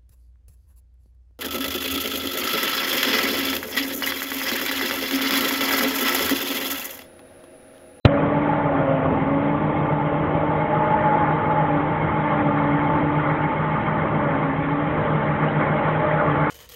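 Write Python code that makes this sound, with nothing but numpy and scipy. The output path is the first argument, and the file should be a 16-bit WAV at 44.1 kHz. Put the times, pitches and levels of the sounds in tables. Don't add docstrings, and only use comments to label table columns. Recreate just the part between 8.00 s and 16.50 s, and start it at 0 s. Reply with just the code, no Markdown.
import sys
import numpy as np
from scipy import signal
from scipy.fft import rfft, irfft, next_fast_len
from scipy.io import wavfile
from scipy.ndimage import uniform_filter1d, map_coordinates

SR = 44100
rng = np.random.default_rng(int(sys.argv[2]) if len(sys.argv) > 2 else 0)


def file_out(sig):
    cols = np.atleast_2d(sig).T
    lim = np.clip(cols, -1, 1)
    pcm = np.round(lim * 32767).astype(np.int16)
    wavfile.write(sys.argv[1], SR, pcm)


N = 374850
TIME = np.arange(N) / SR


def amp(db):
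    return 10 ** (np.asarray(db) / 20)


def unit(x):
    return x / np.sqrt(np.mean(x ** 2) + 1e-20)


def curves(rows):
    times, *columns = np.transpose(rows)
    return [np.interp(TIME, times, column) for column in columns]


def wobble(rate):
    knots = rng.standard_normal(int(N * rate / SR) + 4)
    t = np.arange(0, N + 64, 64) / SR
    return np.interp(TIME, t, map_coordinates(knots, [t * rate], mode="nearest"))


def filtered(x, response):
    size = next_fast_len(N + 8192)
    return irfft(rfft(x, size) * response(np.fft.rfftfreq(size, 1 / SR)), size)[:N]


def spectrum_gain(spectrum, hz):
    points_hz, db = np.transpose(spectrum)
    return amp(np.interp(np.log(hz + 1), np.log(points_hz), db))


def noise(spectrum):
    return unit(filtered(rng.standard_normal(N), lambda hz: spectrum_gain(spectrum, hz)))


def resonance(hz, centre_hz, width_hz):
    return 1 / (1 + ((hz - centre_hz) / width_hz) ** 2) ** 2


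def resonant(modes):
    gain = lambda hz: sum(amp(db) * resonance(hz, centre, width) for centre, width, db in modes)
    return unit(filtered(rng.standard_normal(N), gain))


def patchy(x, depth_db):
    bins = signal.stft(x, nperseg=512)[2]
    patches = uniform_filter1d(rng.standard_normal(bins.shape), size=3, axis=0)
    patches = uniform_filter1d(patches, size=5, axis=1)
    return unit(signal.istft(bins * amp(depth_db * unit(patches)), nperseg=512)[1][:N])


def tone(cycles, fade_db, smear, rate):
    return unit(amp(fade_db * wobble(rate / 2)) * np.sin(2 * np.pi * cycles + smear * wobble(rate)))


# frequency in Hz, relative level in dB.
RUMBLE_SPECTRUM = [(20, -31), (40, -21), (65, -6), (90, 0.5), (125, 0), (155, -2.5), (200, -2), (330, 1.5),
                   (400, -5), (520, -3), (730, -10.5), (1100, -7.5), (1600, -26.5), (2600, -25.5),
                   (4000, -56)]
def field_rumble():
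    return amp(-28.5 + 1.4 * wobble(9)) * noise(RUMBLE_SPECTRUM)


IDLE_HZ = 7.0842
# frequency in Hz, relative level in dB.
RATTLE_SPECTRUM = [(280, -7.5), (330, 2.5), (480, 3.5), (740, -4), (1080, 1.5), (1500, -14), (2200, -8),
                   (2600, -21.5), (3200, -22.5), (3800, -31.5), (4200, -58.5)]
def valve_rattle(cycles):
    size = round(SR / IDLE_HZ)
    gain = spectrum_gain(RATTLE_SPECTRUM, np.fft.rfftfreq(size, 1 / SR))
    one_cycle = irfft(rfft(rng.standard_normal(size)) * gain, size)
    return amp(-37) * unit(map_coordinates(one_cycle, [cycles % 1 * size], mode="grid-wrap"))


# frequency in Hz, relative level in dB.
GEAR_LINES = [(2153.7, -53), (2167.8, -52), (2171.3, -54.5)]
# centre in Hz, width in Hz, relative level in dB.
PANEL_MODES = [(2134, 120, 2), (3150, 170, -9.5)]
# time in seconds, gain in dB.
GEAR_GAIN = [(1.5, -0.5), (4, 3.5), (6, 3.5), (8.5, -2)]
def timing_gears(cycles):
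    whine = sum(amp(db) * tone(hz * TIME + rng.random(), fade_db=3.0, smear=0.44, rate=5.4)
                for hz, db in GEAR_LINES)
    cam_angle = 2 * np.pi * (cycles - 0.58) + 0.34 * wobble(7.8)
    load = unit(amp(2.5 * np.cos(cam_angle) + 6.4 * np.cos(2 * cam_angle)))
    buzz = amp(-50) * resonant(PANEL_MODES)
    return amp(curves(GEAR_GAIN)[0]) * load * (whine + buzz)


# multiple of the cycle rate, level in dB.
EXHAUST_ORDERS = [(6, -49), (9, -52.5), (12, -47), (16, -40.5), (18, -40.5), (19, -41), (21, -38),
                  (22, -26.5), (23, -39), (24, -39.5), (26, -43.5), (27, -45), (28, -48), (36, -38),
                  (44, -43), (48, -50.5), (54, -51)]
# frequency in Hz, relative level in dB.
CLATTER_SPECTRUM = [(300, -25.5), (800, -3.5), (1300, -10), (2200, -5.5), (2700, -12), (3250, -14.5),
                    (3900, -28), (4200, -50.5)]
# frequency in Hz, level in dB.
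ACCESSORY_HUMS = [(211.83, -35), (212.52, -35.5)]
def idling_diesel():
    cycles = IDLE_HZ * TIME + 0.0018 * wobble(3)
    throb_angle = 2 * np.pi * (cycles - 0.6855)
    exhaust = sum(amp(db) * np.cos(order * throb_angle + rng.normal(0, 0.35))
                  for order, db in EXHAUST_ORDERS)
    firing_decay = amp(-3 * (6 * cycles % 1))
    clatter = amp(-43 + 1.1 * wobble(30)) * patchy(firing_decay * noise(CLATTER_SPECTRUM), depth_db=4.0)
    hum = sum(amp(db) * np.cos(2 * np.pi * hz * (TIME - 1.6))
              for hz, db in ACCESSORY_HUMS)
    return exhaust + clatter + hum + timing_gears(cycles) + valve_rattle(cycles)


# time in seconds, then relative levels in dB of body, howl, spout and crop rush.
ROAR_LEVELS = [(0.1, -23, -33, -34.5, -35.5), (0.48, -27.5, -23.5, -36, -31),
               (0.72, -25, -28.5, -31.5, -37.5), (1.1, -27, -29, -34.5, -40.5),
               (1.38, -33.5, -27.5, -35.5, -35.5), (1.8, -28, -28, -34.5, -43.5),
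               (2.4, -27.5, -26.5, -34, -36), (2.96, -27.5, -24.5, -29.5, -31.5),
               (3.24, -27, -22.5, -28, -34), (3.38, -30.5, -24.5, -30, -35), (3.62, -25, -26, -29.5, -35),
               (3.92, -34.5, -27, -33, -34.5), (4.3, -28.5, -24.5, -30.5, -32), (5.3, -31, -27, -30, -31),
               (6.0, -32, -28, -31, -32), (6.3, -27, -25.5, -29, -33), (6.55, -33.5, -29, -32.5, -33),
               (7.15, -28, -28.5, -33, -30), (7.9, -27, -24.5, -29.5, -28),
               (8.06, -26, -27.5, -29.5, -27.5), (8.2, -23.5, -23.5, -28, -28),
               (8.33, -27, -25, -28.5, -27), (8.5, -30, -27, -27.5, -29.5)]
# centre in Hz, width in Hz, relative level in dB.
BODY_MODES = [(459, 55, -1.5), (547, 37, 0), (622, 91, 2.5)]
HOWL_MODES = [(793, 19, -7.5), (846.4, 83, -2.5), (887, 35, -6.5)]
SPOUT_MODES = [(1054, 130, 2), (1188, 130, 3), (1410, 150, 1.5), (1780, 210, -3.5), (2030, 140, -10.5)]
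# frequency in Hz, relative level in dB.
CROP_SPECTRUM = [(400, -32.5), (1000, 1.5), (1500, 3), (2200, 0.5), (2600, -14), (3200, -13), (3600, -26),
                 (3950, -27.5), (4200, -39)]
def harvester_roar():
    body_db, howl_db, spout_db, crop_db = curves(ROAR_LEVELS)
    flutter = wobble(14)
    wads = wobble(40)
    body = amp(body_db - 2.5 + flutter) * resonant(BODY_MODES)
    howl = amp(howl_db - 4.0 + 0.42 * flutter + wobble(26)) * resonant(HOWL_MODES)
    spout = amp(spout_db + 0.2 * flutter + 0.29 * wads) * patchy(resonant(SPOUT_MODES), depth_db=3.0)
    crop = amp(crop_db - 3.5 + 0.17 * flutter + 0.8 * wads) * patchy(noise(CROP_SPECTRUM), depth_db=3.5)
    return body + howl + spout + crop


# time in seconds, level in dB.
DRONE_LEVEL = [(0.1, -39), (1.3, -42), (1.55, -34.5), (2.05, -30.5), (2.3, -43), (2.68, -33.5), (3.0, -41),
               (3.35, -32), (3.7, -32), (3.95, -40), (4.3, -37), (4.5, -29), (4.85, -33.5), (5.15, -29.5),
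               (5.8, -34), (6.03, -39), (6.25, -31.5), (6.45, -39), (6.95, -39), (7.2, -30.5), (7.5, -28),
               (7.95, -31), (8.1, -36), (8.3, -28), (8.5, -30)]
DRONE_THIRD_LEVEL = [(0.25, -38), (1.5, -43), (2.5, -37.5), (3.8, -39), (4.5, -46.5), (6.4, -45.5),
                     (6.9, -39), (8.2, -38.5)]
def engine_drone(cuts):
    drone = amp(curves(DRONE_LEVEL)[0]) * tone(cuts / 2, fade_db=1.3, smear=0.22, rate=14)
    third = amp(curves(DRONE_THIRD_LEVEL)[0]) * tone(3 * cuts / 2, fade_db=2.5, smear=0.75, rate=28)
    return drone + third


# multiple of the drum pitch, relative level in dB.
HOWL_ORDERS = [(3.5, -19), (4, -15)]
HOUSING_ORDERS = [(2, 0.5), (2.5, -3)]
# time in seconds, gain in dB.
HOUSING_GAIN = [(0.15, -21.5), (0.5, -36), (0.78, -24), (1.05, -20.5), (1.22, -31.5), (1.42, -26),
                (1.68, -43.5), (2.3, -31), (3.03, -28), (3.35, -36), (3.6, -28.5), (3.9, -40.5), (4.4, -32),
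                (5.0, -36.5), (5.2, -41.5), (6.0, -40), (6.3, -28), (6.6, -40), (7.15, -34.5), (7.9, -36.5),
                (8.15, -23.5), (8.45, -44)]
def drum_overtones(pitch_hz, cuts):
    howl = sum(amp(db) * tone(order * cuts, fade_db=3.5, smear=1.1, rate=30)
               for order, db in HOWL_ORDERS)
    housing = np.zeros(N)
    for order, db in HOUSING_ORDERS:
        ring = resonance(order * pitch_hz, centre_hz=613, width_hz=93)
        housing += amp(db) * ring * tone(order * cuts, fade_db=3.5, smear=0.5, rate=44)
    howl_db = curves(ROAR_LEVELS)[1]
    return amp(howl_db - 1) * howl + amp(curves(HOUSING_GAIN)[0]) * housing


# time in seconds, level in dB.
BLOWER_LEVEL = [(0.1, -40.5), (2.2, -41), (2.6, -31.5), (2.88, -22.5), (3.08, -21.5), (3.3, -28.5),
                (3.58, -24), (3.9, -37.5), (4.12, -28), (4.5, -42), (5.0, -42), (5.2, -33), (5.7, -35),
                (6.4, -44), (7.3, -35.5), (7.9, -44), (8.2, -26.5), (8.5, -44)]
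def crop_blower(cuts):
    note = tone(2.805 * cuts, fade_db=1.2, smear=0.39, rate=44)
    gulps = unit(1 + 0.34 * np.cos(2 * np.pi * 10.2 * TIME + 1.9 * wobble(8)))
    return amp(curves(BLOWER_LEVEL)[0]) * gulps * note


# time of peak load in seconds, sag in Hz,
# slowing time and recovery time in seconds, the drum tone's level at full load in dB.
GRASS_WADS = [(0.159, 21.4, 0.307, 0.392, -24.5), (0.74, 11.5, 0.154, 0.187, -22.5),
              (1.059, 38.7, 0.292, 0.295, -26.0), (1.427, 13.9, 0.194, 0.296, -23.0),
              (2.044, 13.9, 0.212, 0.199, -26.0), (2.378, 7.6, 0.152, 0.298, -23.5),
              (3.256, 4.7, 0.161, 0.096, -21.5), (3.797, 15.4, 0.136, 0.129, -23.0),
              (4.263, 5.7, 0.079, 0.14, -21.5), (4.595, 17.3, 0.234, 0.379, -24.5),
              (5.138, 8.6, 0.252, 0.209, -23.5), (5.439, 8.3, 0.145, 0.086, -24.5),
              (6.446, 33.7, 0.236, 0.237, -30.0), (6.762, 11.7, 0.181, 0.229, -25.0),
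              (7.394, 9.4, 0.246, 0.447, -27.0), (8.349, 11.9, 0.172, 0.3, -26.0)]
def drum_sag():
    sag_hz = np.zeros(N)
    for peak_s, depth_hz, slow_s, recover_s, _ in GRASS_WADS:
        width_s = np.where(TIME < peak_s, slow_s, recover_s)
        sag_hz += depth_hz * np.exp(-((TIME - peak_s) / width_s) ** 2)
    return sag_hz


# time in seconds, level in dB.
KNIFE_LEVEL = [(0.1, -41), (0.35, -35), (0.8, -35.5), (2.0, -39.5), (3.0, -32.5), (3.55, -38.5),
               (3.8, -32.5), (4.0, -38), (4.3, -32.5), (5.0, -27.5), (5.35, -32), (5.7, -42), (8.0, -42),
               (8.4, -36)]
def cutter_drum(sag_hz, cuts, unloaded_drop_db=16, bite_hz=7.6):
    hum_db = curves(GRASS_WADS)[-1] - unloaded_drop_db * np.exp(-sag_hz / bite_hz)
    hum = amp(hum_db) * tone(cuts, fade_db=2.0, smear=0.24, rate=28)
    whine = amp(curves(KNIFE_LEVEL)[0]) * tone(3 * cuts, fade_db=3.0, smear=0.7, rate=40)
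    return hum + whine


def harvester_tones(unloaded_hz=305.5):
    sag_hz = drum_sag()
    pitch_hz = unloaded_hz - sag_hz
    cuts = np.cumsum(pitch_hz) / SR
    drum = cutter_drum(sag_hz, cuts)
    return drum + engine_drone(cuts) + drum_overtones(pitch_hz, cuts) + crop_blower(cuts)


def scene():
    return (harvester_tones() + harvester_roar() + idling_diesel() + field_rumble())[None]


def power_pop(swing_hz, width_s, swing_db, crackle_db):
    from_peak_s = TIME - 0.059
    swing = -np.cos(2 * np.pi * swing_hz * from_peak_s) * np.exp(-(from_peak_s / width_s) ** 2)
    age_s = np.maximum(TIME - 0.051, 0)
    decay = (age_s > 0) * amp(-60 * (age_s / 0.022) ** 2)
    crackle = decay * noise([(200, 7.0), (1300, -4.5), (1700, -9), (4000, -13.0), (4300, -29.0)])
    return amp(swing_db) * swing + amp(crackle_db) * crackle


def record(dry):
    on_s, wake_s = 0.046, 0.012
    mic_edge_hz, top_hz = 4150, 13500
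    live = dry[0] * np.clip((TIME - on_s) / wake_s, 0, 1)
    live += power_pop(swing_hz=125, width_s=0.0056, swing_db=1, crackle_db=-3.5)
    narrow = filtered(live, lambda hz: np.clip((mic_edge_hz - hz) / 300 + 0.5, 0, 1))
    return filtered(np.clip(narrow, -1, 1), lambda hz: hz < top_hz)[None]


dry = scene()
out = record(dry)
file_out(out)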